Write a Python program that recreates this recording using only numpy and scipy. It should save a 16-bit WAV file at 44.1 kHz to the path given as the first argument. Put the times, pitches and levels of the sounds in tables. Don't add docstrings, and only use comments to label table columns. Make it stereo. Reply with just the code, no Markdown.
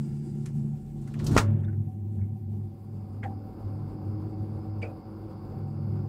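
import sys
import numpy as np
from scipy import signal
from scipy.io import wavfile
from scipy.ndimage import uniform_filter1d

SR = 44100
rng = np.random.default_rng(int(sys.argv[2]) if len(sys.argv) > 2 else 0)


def generate_wav(signal):
    frames = np.transpose(np.atleast_2d(signal))
    scaled = np.clip(frames, -1, 1) * 32767
    pcm = np.round(scaled).astype(np.int16)
    wavfile.write(sys.argv[1], SR, pcm)


def field_ratio(decibels):
    return 10 ** (np.asarray(decibels, dtype=float) / 20)


N = 268348

SLAM_S, RATTLE_S = 1.3644, 1.3745
BLOW = slice(round(1.36 * SR), round(2.4 * SR))
EDGES_HZ = 22 * 2 ** np.arange(0, 9.7, 1 / 3)
FLOW_DB, FLOW_SAG_DB = -52.5, .15


def rms_one(x):
    return x / np.sqrt(np.mean(x ** 2) + 1e-20)


def in_time(rows):
    s, *columns = np.transpose(rows)
    return [np.interp(np.arange(N) / SR, s, column) for column in columns]


def at_hz(points, hz):
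    table_hz, values = np.array(points)[:, 0], np.array(points)[:, 1]
    return np.interp(np.log(hz), np.log(table_hz), values)


def add_db(*levels_db):
    return 10 * np.log10(sum(field_ratio(db) ** 2 for db in levels_db) + 1e-14)


def drift(rate):
    r = np.exp(-80 * np.pi * rate / SR)
    steps = rng.standard_normal(N // 40 + 2002)
    slow = signal.lfilter([1], [1, -2 * r, r * r], steps)[2000:]
    return np.interp(np.arange(N) / 40, np.arange(len(slow)), rms_one(slow))


def resonate(x, hz, width_hz):
    r = np.exp(-np.pi * width_hz / SR)
    top = np.array([1, 0, -1]) * (1 - r * r) / 2
    return signal.lfilter(top, [1, -2 * r * np.cos(2 * np.pi * hz / SR), r * r], x)


def lean(hz):
    # f/Hz, level/dB
    left_over_right = [(60, -2.0), (150, -2.5), (380, -6.0), (950, -1.5), (2380, -3.5), (5980, -6.0),
                       (15000, -2.0)]
    return field_ratio(at_hz(left_over_right, hz) * np.array([[.5], [-.5]]))


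def pair(mid, side, alike):
    alike = np.clip(alike, -.9, 1)
    return mid + np.sqrt((1 - alike) / (1 + alike)) * side * [[1], [-1]]


def shares(spectrum):
    hz = np.sqrt(EDGES_HZ[1:] * EDGES_HZ[:-1])
    power = field_ratio(at_hz(spectrum, hz)) ** 2 * hz * (hz > spectrum[0][0])
    return power / power.sum()


def noise_bands():
    white = rng.standard_normal((2, 2, N))
    for k, (low, high) in enumerate(zip(EDGES_HZ, EDGES_HZ[1:])):
        sos = signal.butter(2, [low, high], "band", fs=SR, output="sos")
        band = signal.sosfilt(sos, white[k % 2])
        mid, side = band / np.sqrt(2 * (high - low) / SR)
        yield k, np.sqrt(low * high), mid, side


def whistles(peaks, level_db, alike=0):
    white = pair(*rng.standard_normal((2, N)), alike)
    out = 0
    for k, (hz, width_hz, db) in enumerate(peaks):
        noise = np.roll(white, SR // 2 * k, axis=1)
        tone = resonate(resonate(noise, hz, width_hz), hz, width_hz)
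        out = out + field_ratio(db) * lean(hz) * rms_one(tone)
    return field_ratio(level_db) * out


def after(start_s, rise_s, t60):
    t = np.maximum(np.arange(N)[BLOW] / SR - start_s, 0)
    return (1 - np.exp(-t / rise_s)) * field_ratio(-60 * t / t60)


def struck(hz, level_db, t60, start_s, phase=0):
    t = np.arange(N)[BLOW] / SR - start_s
    return field_ratio(level_db) * np.sin(2 * np.pi * hz * t + phase) * after(start_s, .0002, t60)


def kitchen_level():
    # t/s, level/dB
    through_door = [
        (0.0, -67),
        (0.11, -67),
        (0.716, -72.5),
        (1.046, -77),
        (1.1, -71),
    ]
    return in_time(through_door + [(1.4, -110)])[0]


def kitchen_tones():
    # f/Hz, width/Hz, level/dB
    tones = [
        (1370, 60, -3.5),
        (2260, 60, -9),
        (2790, 60, -9),
        (4905, 75, -.5),
    ]
    whistle_db = -72 - 110 * np.maximum(np.arange(N) / SR - .32, 0)
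    return whistles(tones[:3], 12 + 1.25 * kitchen_level()) + whistles(tones[3:], whistle_db)


def fan_speed():
    # t/s, shaft speed/(turns per s)
    run_up = [(1.9, 29), (2.4, 33.5), (2.9, 37.8), (3.2, 40.8), (3.6, 42.9), (3.8, 43.8), (4.2, 44.8),
              (4.7, 45.4), (6.08, 45.9)]
    return in_time(run_up)[0]


def below_full(top_db, sag_db):
    missing = 46 - fan_speed()
    return top_db - sag_db * missing ** 2 - 40 * (np.arange(N) < 1.5 * SR)


def rumble():
    # t/s, half length/s, level/dB, upper modes relative to it/dB
    surges = [(-0.006, 0.048, -36, 9), (0.156, 0.09, -42.5, 11), (0.4, 0.073, -34.5, 2),
              (0.631, 0.09, -30.5, 1.7), (0.998, 0.11, -43, 8), (1.201, 0.058, -28, -4),
              (1.32, 0.046, -21.5, -5.5), (1.466, 0.061, -24, -20), (1.533, 0.022, -21, -1.5),
              (1.649, 0.11, -28, -7.5), (1.792, 0.023, -25, -10.5), (1.87, 0.019, -33, -1),
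              (2.087, 0.12, -32, -16.3), (2.223, 0.038, -27.5, -13), (2.331, 0.029, -32, -7.5),
              (2.49, 0.068, -34, -10), (2.602, 0.083, -33, -10.5), (2.946, 0.099, -37.5, -11),
              (3.285, 0.12, -34.5, -13.5), (3.692, 0.062, -32, -20), (3.84, 0.11, -36.5, -6),
              (4.117, 0.069, -30.5, -13.5), (4.254, 0.023, -32.5, -5), (4.412, 0.069, -33, -10.5),
              (4.548, 0.053, -32, -9), (4.763, 0.11, -33, -21), (5.25, 0.19, -41.5, -28),
              (5.641, 0.11, -36, -2), (5.821, 0.038, -51.5, 16.5), (5.935, 0.14, -31.5, -4.5)]
    mode_floor = (-52, -55.5, -54)
    t = np.arange(0, N + 64, 64) / SR
    s, half_s, db, upper_db = np.transpose(surges)[:, :, None]
    bell, shut = np.exp(-((t - s) / half_s) ** 2), t > SLAM_S
    low, second = (10 * np.log10((field_ratio(d) ** 2 * bell).sum(axis=0) + 1e-14) for d in (db, db + upper_db))
    low = low + np.where(shut, 0, -9.9)
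    cross = add_db(second + np.where(shut, -13, -7), low - 13.5)
    modes = [add_db(level, floor) for level, floor in zip((low, second, cross), mode_floor)]
    blurred = uniform_filter1d(add_db(low - 6, second, -56.5), size=round(.2 * SR / 64))
    thump = -25.5 - np.where(t < RATTLE_S, 10 * (RATTLE_S - t) / .1, 60 * (t - RATTLE_S) / .22)
    curves = modes + [blurred, thump]
    *modes, blurred, thump = [np.interp(np.arange(N) / SR, t, level) for level in curves]
    flow = below_full(FLOW_DB, FLOW_SAG_DB)
    outside = np.where(np.arange(N) > SLAM_S * SR, -60.5, -49.5)
    deep = add_db(outside, thump, flow + 2)
    return modes, deep, add_db(-52, blurred - 12.5, flow + 2.5)


def drag(top_db, rise_db_s):
    t = np.arange(N) / SR
    return np.where((t > 0.96) & (t < RATTLE_S), top_db - rise_db_s * (SLAM_S - t), -120)


def noises(deep_db, upper_db):
    # f/Hz, level/dB (per Hz)
    deep = [(12, -62), (20, -29), (38, -9.5), (64, -23.5), (90, -4), (120, -23.5), (200, -120)]
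    upper = [(41, -36.5), (70, -18.5), (120, -6.5), (150, -6), (227, -10.5), (278, -21), (344, -5.5),
             (486, -45), (860, -29.5), (1200, -55.5), (1560, -81.5), (2640, -120)]
    fan_air = [(240, -34.5), (400, 8.5), (577, 3.5), (667, -29), (778, -0.5), (907, -1.5), (1260, -7.5),
               (1700, -68.5), (2120, -22.5), (2350, -29.5), (4000, -34), (5200, -67), (8800, -120)]
    kitchen_air = [(590, -46), (1000, -24), (1090, -14), (1370, -2.5), (1840, -5.5), (4360, -15.5),
                   (4940, -9.5), (5920, -14), (7860, -5), (15000, -33.5)]
    hiss = [(710, -37), (1200, -11.5), (1880, -8), (2190, 4), (2360, -4.5), (4950, -15), (7290, -9),
            (15600, -6.5)]
    drag_body = [(120, -20.5), (200, -7), (276, -3.5), (329, -9), (420, -19.5), (1500, -31.5), (1950, -72),
                 (3300, -120)]
    scuff = [(710, -33), (1200, -13.5), (2920, 4.5), (4670, -0.5), (8510, -4), (9780, -22.5),
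             (12600, -10.5), (15500, -33.5)]
    # f/Hz, likeness (1 = same)
    likeness = [(60, 0.86), (120, 1), (240, 0.32), (480, 0.59), (950, 0.04), (1890, 0.15), (3770, -0.85),
                (7520, 0.17), (15000, 0.071)]
    layers = [(deep, deep_db), (upper, upper_db), (fan_air, below_full(FLOW_DB, FLOW_SAG_DB)),
              (kitchen_air, kitchen_level()), (hiss, np.full(N, -75.5)),
              (drag_body, drag(-28, 82)), (scuff, drag(-52, 68))]
    share = np.array([shares(spectrum) for spectrum, _ in layers])
    power = field_ratio(np.array([level_db for _, level_db in layers])) ** 2
    out, together = np.zeros((2, N)), drift(7.8)
    for k, hz, mid, side in noise_bands():
        flutter = field_ratio(1.1 * together + 1.6 * drift(12))
        steady = np.sqrt(share[:, k] @ power) * flutter
        out += steady * lean(hz) * pair(mid, side, at_hz(likeness, hz))
    return out


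def hum(modes_db, deep_db, upper_db):
    # f/Hz (door open), f/Hz (door shut), phase wander/rad
    hum_modes = [
        (112, 101, .8),
        (143, 143, .7),
        (218, 217, .6),
    ]
    # f/Hz, width/Hz, level/dB
    side_modes = [(47.8, 3.3, -4), (195.4, 18, -1), (249.9, 14, -11.5), (330, 11, -10), (359.8, 12, -9.5)]
    out, shut = 0, np.arange(N) > SLAM_S * SR
    for (open_hz, shut_hz, wander), level_db in zip(hum_modes, modes_db):
        phase = 2 * np.pi * np.cumsum(np.where(shut, shut_hz, open_hz)) / SR + wander * drift(5)
        strength = field_ratio(level_db + 1.7 * drift(35) + .7 * drift(5))
        tone = np.sqrt(2) * np.sin(phase + np.array([[0], [.15]]))
        out = out + lean(shut_hz) * strength * tone
    upper = whistles(side_modes[1:], upper_db, alike=0.72)
    return out + upper + whistles(side_modes[:1], deep_db, alike=0.93)


def fan():
    # multiple, housing f/Hz, width/Hz, level/dB
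    order_peaks = [(6, 246, 36, -43.5), (7, 313, 10.0, -38.5), (7, 291, 16, -47)]
    # f/Hz, width/Hz, level/dB
    whine = [(4560, 180, -2.5), (4820, 610, 0.5), (5043, 100, -3), (2130, 240, -1.5), (2657, 170, -8.5)]
    # start of its swell t/s, level/dB, rise/s, t60/s
    duct_ring = (0.2, -51, .04, 2.3)
    speed, t = fan_speed(), np.arange(N) / SR
    angle = 2 * np.pi * np.cumsum(speed + .1 * drift(6)) / SR
    lines = 0
    for order, hz, width_hz, db in order_peaks:
        strength = field_ratio(below_full(db, 0.05) + 1.9 * drift(6.8))
        housing = 1 / (1 + ((order * speed - hz) * 2 / width_hz) ** 2)
        tone = np.sin(order * angle + np.array([[0], [1.3]]))
        lines = lines + strength * housing * tone * lean(220)
    ring_s, ring_db, rise_s, t60 = duct_ring
    ring = np.full(N, 1e-6)
    ring[BLOW] += field_ratio(ring_db) * after(ring_s, rise_s, t60)
    idle_db = -65.5 - 11.5 * np.exp(-t / 0.27)
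    duct_db = add_db(idle_db, 20 * np.log10(ring), below_full(FLOW_DB - 5.5, FLOW_SAG_DB))
    duct = whistles([(763.8, 42.4, 2.0), (560.7, 59, -3.5)], duct_db, alike=0.37)
    return lines + whistles(whine, below_full(-76, .1) + 0.5 * drift(5.7)) + duct


def small_knocks(rows, sharp, top_hz, rise_share):
    out, size = np.zeros((2, N + SR)), SR // 4
    t = np.arange(size) / SR
    crackle_band = signal.butter(3, [1800, top_hz], "band", fs=SR, output="sos")
    for s, peak_db, hz, t60, bright_db in rows:
        grains = rng.standard_normal((2, size)) * field_ratio(5.3 * rng.standard_normal(size))
        bright = signal.sosfilt(crackle_band, grains)
        ring = resonate(resonate(grains, hz, hz / sharp), hz, hz / sharp)
        burst = rms_one(ring) + field_ratio(bright_db - 15 * t / t60) * rms_one(bright)
        shape = (1 - np.exp(-t / max(rise_share * t60, 3e-4))) * field_ratio(-60 * t / t60)
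        start = round(s * SR)
        out[:, start:start + size] += field_ratio(peak_db - 1.0) * lean(hz) * burst * shape / shape.max()
    return out[:, :N]


def plastic():
    # t/s, peak level/dB, ring f/Hz, t60/s, bright part level/dB
    tick_rows = [(1.540, -52, 575, .45, -50), (1.5945, -62, 3200, .03, -20), (1.6445, -58, 3600, .04, -8),
                 (1.6775, -52, 1520, .09, -25), (1.7255, -52, 800, .05, -30), (1.860, -52, 760, .25, -50),
                 (2.2085, -63, 2200, .15, -28), (2.530, -48, 375, .45, -50), (3.2255, -42, 2150, .07, -30),
                 (3.231, -39, 500, .2, -45), (3.237, -61, 3200, .06, -30), (3.238, -36.5, 780, .32, -45),
                 (4.819, -42, 460, .2, -45), (4.8225, -37, 2330, .09, -35), (4.823, -51, 4700, .07, -20),
                 (4.8325, -44, 2500, .13, -40)]
    # t/s,
    # level/dB, f/Hz, t60/s, bright level/dB
    knock_rows = [(1.3772, -21, 1290, 0.11, -34), (1.631, -51, 1610, 0.1, -18),
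                  (1.679, -58, 1650, .12, -17.5), (1.7265, -56, 1483, .09, -17),
                  (1.412, -28.5, 1000, .09, -26.5), (2.185, -67, 1500, 0.12, -20.5),
                  (2.208, -67, 1587, 0.18, -16.5), (3.230, -38, 650, 0.21, -26),
                  (3.2305, -36, 1710, 0.1, -33), (4.816, -44, 2150, 0.14, -18), (4.824, -38, 565, 0.3, -27),
                  (4.83, -50, 1290, 0.21, -30)]
    sharp_ticks = small_knocks(tick_rows, sharp=15.0, top_hz=7000, rise_share=.04)
    return sharp_ticks + small_knocks(knock_rows, sharp=2.5, top_hz=9000, rise_share=.025)


def seal():
    # t/s, peak level/dB, ring f/Hz, t60/s, bright part level/dB
    slips = [(0.4565, -48.5, 1700, 0.13, 2), (1.012, -65.5, 6960, 0.2, -11), (1.0741, -53.5, 1450, .12, -2),
             (1.1379, -44, 1630, 0.067, -9), (1.190, -51, 3560, 0.12, -15), (1.1958, -45, 1487, 0.11, -13),
             (1.2407, -46, 7350, 0.12, -9.5), (1.241, -54.5, 11500, 0.055, -8), (1.2646, -37, 4576, .1, -8),
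             (1.265, -45.5, 11600, 0.09, -9.5), (1.31, -43.5, 1400, 0.28, -2),
             (1.347, -47.5, 6000, 0.19, -5)]
    return small_knocks(slips, sharp=1.0, top_hz=9600, rise_share=.011)


def rattle():
    # f/Hz, level/dB (per Hz)
    rattle_colour = [(88, -24.5), (150, -4.5), (339, -10), (657, -10), (914, -3.5), (1770, -13),
                     (2070, -4.5), (2990, -16.5), (4250, -16), (8390, -21.5), (9420, -30.5), (15600, -36)]
    # f/Hz, t60/s
    rattle_t60 = [(200, 0.29), (700, 0.13), (2000, 0.097), (5000, 0.12), (12000, .13)]
    # f/Hz, level/dB (per Hz)
    shudder_colour = [(250, 7.5), (600, 1), (1500, -10), (3000, -21), (3600, -37.5), (6000, -74)]
    # f/Hz, likeness (1 = same)
    slam_likeness = [(60, 0.89), (130, 0.87), (290, 0.97), (640, 0.68), (1410, -0.19), (3100, 0.65),
                     (6820, 0.12), (15000, 0.15)]
    rattle_share, shudder_share = shares(rattle_colour), shares(shudder_colour)
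    crack = field_ratio(-19) * after(SLAM_S + .0006, .0005, .035)
    shudder = field_ratio(-38) * after(SLAM_S, .01, .75)
    jolt = 0.55 * after(RATTLE_S + .002, 0.00061, 0.022)
    out = np.zeros((2, N))
    for k, hz, mid, side in noise_bands():
        shelves = field_ratio(-17) * (after(RATTLE_S, 0.002, at_hz(rattle_t60, hz)) + jolt)
        dull_crack = crack ** 2 / (1 + (hz / 6000) ** 2)
        strength = np.sqrt(rattle_share[k] * (dull_crack + shelves ** 2) + shudder_share[k] * shudder ** 2)
        out[:, BLOW] += strength * lean(hz) * pair(mid[BLOW], side[BLOW], at_hz(slam_likeness, hz))
    return out


def slam():
    # f/Hz, level/dB, t60/s
    door = [(569, -9, 0.65), (680, -16.5, 0.24), (822, -1.5, 0.33), (905, -3.5, 0.17), (1404, -2, 0.17),
            (1560, -18, 0.27), (1778, -10.5, 0.099), (1885, -2.5, 0.14)]
    # f/Hz, level/dB, t60/s
    sloshing = (280, -8, .07)
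    # f/Hz, level/dB, t60/s
    latch = (1200, -4, 0.014)
    out, t = np.zeros((2, N)), np.arange(N)[BLOW] / SR - SLAM_S
    push = 0.22 * np.exp(-((t + 0.00046) / 0.00059) ** 2)
    dip_s, dip_width_s = np.array([[.0010], [.0016]]), np.array([[.0003], [.0006]])
    dip = np.exp(-((t - dip_s) / dip_width_s) ** 2)
    out[:, BLOW] = field_ratio(-.6) * (push - dip * field_ratio(np.array([[0.5], [-3]])))
    out[0, BLOW] += field_ratio(-4.5) * np.exp(-((t - .0020) / 0.00029) ** 2)
    out[:, BLOW] += struck(*sloshing, SLAM_S + .0027) * [[-.6], [1]]
    out[1, BLOW] -= struck(*latch, SLAM_S + .0012)
    for hz, level_db, t60 in door:
        phase = rng.uniform(0, 2 * np.pi, (2, 1))
        out[:, BLOW] += struck(hz, level_db - 26.0, min(t60, .6), SLAM_S + 0.0024, phase)
    return out


def scene():
    modes_db, deep_db, upper_db = rumble()
    background = kitchen_tones() + noises(deep_db, upper_db) + hum(modes_db, deep_db, upper_db)
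    return background + fan() + plastic() + seal() + rattle() + slam()


def roll_off(x):
    return signal.sosfilt(signal.butter(12, 15770, fs=SR, output="sos"), x)


def record(dry):
    deep_cut = signal.butter(3, 41, "high", fs=SR, output="sos")
    top_cut = signal.ellip(14, .5, 75, 15700, fs=SR, output="sos")
    mix = signal.sosfilt(np.vstack([deep_cut, top_cut]), dry)
    return roll_off(mix)


dry = scene()
out = record(dry)
generate_wav(out)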